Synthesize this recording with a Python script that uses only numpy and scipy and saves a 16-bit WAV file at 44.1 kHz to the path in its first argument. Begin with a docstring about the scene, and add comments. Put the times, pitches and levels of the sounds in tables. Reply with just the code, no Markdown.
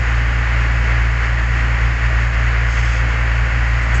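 """Outdoors near a burning house, a six-cylinder diesel engine runs steadily and drives a pump.
Behind it lies a low rumble, water spray hisses and flares up briefly, and one distant knock sounds.
The pump hums and the gears whine faintly. Puffs of exhaust come so fast that they blend into a drone,
while injectors and valves knock on the engine block, clattering in the same rhythm every cycle."""
import sys
import numpy as np
from scipy.fft import rfft, irfft, next_fast_len
from scipy.io import wavfile
from scipy.ndimage import map_coordinates

SR = 44100
rng = np.random.default_rng(int(sys.argv[2]) if len(sys.argv) > 2 else 0)


def persist_wave(psi):
    """Save psi, clipped to +-1, as 16-bit WAV."""
    counts = np.round(np.clip(psi, -1, 1) * 32767).astype(np.int16)
    wavfile.write(sys.argv[1], SR, np.atleast_2d(counts).T)


N = 176400
CYCLE_HZ, CYLINDERS = 9.5723, 6  # in one engine cycle, every cylinder fires once
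TOP_HZ = 8300  # upper edge of the sound


def amp(db):
    """Turn decibels into a number to multiply by."""
    return 10 ** (np.asarray(db) / 20)


def unit(x):
    """Scale a signal to an average strength (rms) of 1."""
    return x / np.sqrt(np.mean(x ** 2) + 1e-20)


def along(points, hz):
    """Read between (frequency, value) points on a logarithmic frequency scale."""
    point_hz, values = np.transpose(points)
    return np.interp(np.log(hz + 1), np.log(point_hz + 1), values)


def curve(rows):
    """Join (time, value) points with straight lines, giving one value per sample."""
    return np.interp(np.arange(N) / SR, *np.transpose(rows))


def wobble(rate):
    """A smooth curve through `rate` random values a second."""
    return map_coordinates(rng.standard_normal(400), [np.arange(N) * rate / SR], mode="mirror")


def filtered(x, response):
    """Turn each frequency in x up or down by the factor response(hz)."""
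    size = next_fast_len(N + SR // 2)
    return irfft(rfft(x, size) * response(np.fft.rfftfreq(size, 1 / SR)), size)[:N]


def noise(colour):
    """Noise of strength 1; its colour says how strong each frequency is next to the others."""
    return unit(filtered(rng.standard_normal(N), lambda hz: amp(along(colour, hz))))


def tone(angle, db):
    """A pure tone with the given average (rms) level."""
    return np.sqrt(2) * amp(db) * np.cos(angle)


def rumble(level_db=-37):
    """A broad, low rumble around the engine that wavers in loudness."""
    # colour of the rumble (frequency [Hz], relative level [dB])
    colour = [(15, -12), (28, -9), (40, 2), (55, -5.5), (75, -6.5), (130, -4), (220, -8.5), (400, -16.5),
              (900, -29), (3000, -61.5)]
    return noise(colour) * amp(level_db + 2.4 * wobble(4.8))


def distant_knock(start_s=2.102, pitch_hz=645, rise_s=.012, ring_s=0.083):
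    """One faint, hollow knock far away: a tone that dies out quickly."""
    age_s = np.maximum(np.arange(N) / SR - start_s, 0)
    rise = 1 - np.exp(-age_s / rise_s)
    fade = np.exp(-np.log(1000) * age_s / ring_s)  # falls 60 dB in ring_s
    return tone(2 * np.pi * pitch_hz * age_s, db=-22) * fade * rise


def water_spray(steady_db=-46, edge_share=0.16):
    """Spraying water hisses steadily, and the jet flares up in short bursts."""
    # colour of the steady hiss (frequency [Hz], relative level [dB])
    steady_colour = [(1000, -3.5), (3700, -3), (4100, -5), (4480, 5.5), (4750, -1), (4950, 4), (5300, -2.5),
                     (6150, -4.5), (6720, 8), (7000, -1.5), (7600, -2.5), (8300, -9.5)]
    # colour of a flare before its tilt (frequency [Hz], relative level [dB])
    flare_colour = [(1500, -22.5), (2600, 5), (3300, 3), (3900, -17), (4600, -3), (5300, -1.5),
                    (5900, -6.5), (6500, 3), (7100, -8), (7700, -3), (8300, -10.5)]
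    # flares of the jet (start [s], length [s], level [dB], tilt toward the treble [dB per octave])
    flares = [(2.676, .35, -37, -2), (3.817, .04, -47, 25), (3.939, .05, -37, 37)]
    t = np.arange(N) / SR
    out = noise(steady_colour) * amp(steady_db + .5 * wobble(2.3) + 0.78 * wobble(18))
    for start, length, db, tilt_db in flares:
        fade_in_out = np.clip(np.minimum(t - start, start + length - t) / (edge_share * length), 0, 1)
        tilt = lambda hz: amp(tilt_db * np.log2(hz / TOP_HZ + 1e-6)) * (hz < TOP_HZ)
        hiss = unit(filtered(noise(flare_colour), tilt))
        out += fade_in_out * hiss * amp(db + 1.2 * wobble(40))
    return out


def engine_cycles(first_firing_s=.0115, wander_share=0.000721):
    """Count the cycles since the first firing; a speed regulator keeps the engine almost steady."""
    speed_hz = CYCLE_HZ * (1 + wander_share * wobble(3))
    return np.cumsum(speed_hz) / SR - first_firing_s * CYCLE_HZ


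def pump(cycles, gain_db=-1.5, flutter_db=2.1):
    """The pump and belt-driven parts hum at pitches of their own that follow the engine's speed."""
    # tones of these parts (frequency at normal speed [Hz], relative level [dB])
    hums = [(120.2, -35.5), (259.8, -47.3), (519.5, -49.4), (1457, -46.6), (2240, -45.4), (4845, -63.6)]
    out = np.zeros(N)
    for hz, db in hums:
        angle = 2 * np.pi * (hz * cycles / CYCLE_HZ + rng.random()) + 0.23 * wobble(5)
        out += tone(angle, db + gain_db + flutter_db * wobble(3.4))
    return out


def gear_whine(cycles, gain_db=-1, flutter_db=2):
    """Gears turn in step with the engine's shaft; their tones flutter in the moving air."""
    # gear tones (vibrations per engine cycle [count], relative level [dB])
    gear_tones = [(33, -50.2), (60, -52.2), (66, -49.8), (74, -53.6), (76, -52.4), (80, -53.7), (83, -52.5),
                  (84, -48.1), (85, -53.0), (88, -50.1), (90, -47.1), (95, -50.3), (99, -50.4),
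                  (101, -51.9), (107, -47.1), (117, -49.1), (118, -48.8), (120, -47.9), (126, -46.5),
                  (129, -47.1), (153, -43.7), (167, -45.1), (171, -43.7), (180, -44.5), (234, -46.3),
                  (264, -49.3)]
    out = np.zeros(N)
    for per_cycle, db in gear_tones:
        angle = 2 * np.pi * (round(per_cycle) * cycles + rng.random()) + 0.24 * wobble(6)
        out += tone(angle, db + gain_db + flutter_db * wobble(5))
    return out


def clatter(cycles, decay_s=0.0046, depth=0.37, scatter_db=1, gain_db=0.5):
    """An injector and two valves per cylinder knock on the block; part of each knock always repeats."""
    # colour of the engine block (frequency [Hz], relative level [dB])
    block_colour = [(150, -24), (260, -12), (380, -13), (560, -10), (880, -12), (1020, -7), (1200, -6),
                    (1500, -3), (1720, -1.5), (1900, 0.76), (2200, -4), (2420, -9), (2650, -9.5),
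                    (3100, -16), (3650, -25.5), (4500, -25), (6000, -30.5), (8000, -36.5)]
    # how much of the clatter repeats from cycle to cycle (frequency [Hz], share [0 to 1])
    repeating = [(200, .25), (800, .35), (1200, 0.53), (1900, .3), (3000, 0.23), (6000, .1)]
    # loudness of the clatter (time [s], relative level [dB])
    loudness = [(0.0, -26.5), (0.11, -24.5), (0.34, -25.5), (0.65, -23.5), (0.72, -25.5), (0.89, -23),
                (1.17, -26), (1.24, -22.5), (1.36, -27), (1.39, -24), (1.46, -27.5), (1.57, -23.5),
                (1.77, -25.5), (1.84, -23.5), (1.98, -26.5), (2.04, -23), (2.08, -26), (2.23, -23),
                (2.32, -29), (2.33, -24.5), (2.64, -24), (2.73, -27), (2.78, -21.5), (2.82, -26.5),
                (2.84, -24.5), (3.89, -25), (3.92, -25), (3.93, -22), (3.98, -23.5), (4.0, -23)]
    count = 3 * CYLINDERS
    place = cycles % 1  # how far through its cycle the engine is
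    knocks = np.ones(N)  # a steady floor, with a spike added for each knock
    for k, (shift, size) in enumerate(rng.standard_normal((count, 2))):
        age_s = (place - (k + .2 * shift) / count) % 1 / CYCLE_HZ
        knocks += depth * amp(scatter_db * size) * np.exp(-age_s / decay_s)
    period = int(SR / CYCLE_HZ)
    looped_noise = map_coordinates(rng.standard_normal(period), [place * period], mode="grid-wrap")
    block = lambda hz: amp(along(block_colour, hz))
    share = lambda hz: np.clip(along(repeating, hz), 0, 1)
    alike = filtered(looped_noise * knocks, lambda hz: block(hz) * np.sqrt(share(hz)))
    fresh = filtered(rng.standard_normal(N) * knocks, lambda hz: block(hz) * np.sqrt(1 - share(hz)))
    return unit(alike + fresh) * amp(gain_db + curve(loudness) + 0.28 * wobble(25))


def exhaust(cycles, skew_rad=0.66, swell_depth=0.73):
    """Six puffs a cycle make the drone; unequal cylinders add weaker tones in between."""
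    # tones of the exhaust (vibrations per engine cycle [count], relative level [dB])
    drone_tones = [(3, -47.4), (5, -32.5), (6, -16.4), (7, -44.8), (8, -45.7), (9, -36.6), (10, -47.1),
                   (12, -23.9), (13, -47.5), (15, -45.4), (16, -47.6), (18, -47.2), (20, -45.2),
                   (24, -49.6)]
    # swell of the drone, before swell_depth scales it (time [s], relative level [dB])
    swell = [(0.0, -13), (0.05, -19.5), (0.11, -14.5), (0.49, -17), (0.53, -14.5), (0.79, -15), (1.08, -13),
             (1.12, -17), (1.75, -15), (1.77, -19), (1.83, -12), (2.0, -20.5), (2.05, -12.5), (2.1, -17),
             (2.16, -12.5), (2.33, -18.5), (2.36, -14.5), (2.7, -15.5), (2.74, -17), (2.8, -14),
             (2.85, -15.5), (2.91, -14), (2.95, -17), (3.02, -14.5), (3.2, -18), (3.22, -15.5),
             (3.45, -14.5), (3.51, -19.5), (3.54, -15.5), (3.77, -14.5), (3.8, -18.5), (4.0, -12.5)]
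    drone = np.zeros(N)
    for per_cycle, db in drone_tones:
        per_cycle = round(per_cycle)
        if per_cycle % CYLINDERS:  # an in-between tone
            phase = rng.uniform(0, 2 * np.pi)
        else:  # lined up so that each puff rises faster than it falls
            phase = skew_rad * (per_cycle / CYLINDERS - 1)
        drone += tone(2 * np.pi * per_cycle * cycles + phase, db)
    swell_db = curve(swell)
    return drone * amp(swell_depth * (swell_db - swell_db.mean()))


def scene():
    """Add the engine and its pump to the background sounds, in one channel."""
    cycles = engine_cycles()
    engine = exhaust(cycles) + clatter(cycles) + gear_whine(cycles) + pump(cycles)
    return (engine + rumble() + water_spray() + distant_knock())[None]


def record(dry):
    """The microphone dulls the highest sounds, and the recorder cuts them off around TOP_HZ."""
    # treble loss of the microphone (frequency [Hz], level [dB])
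    treble_loss = [(7600, 0), (8000, -10.5), (8300, -15)]
    dulled = filtered(dry[0], lambda hz: amp(along(treble_loss, hz)))
    return filtered(dulled, lambda hz: np.clip((TOP_HZ - hz) / 200 + .5, 0, 1))[None]


dry = scene()
out = record(dry)
persist_wave(out)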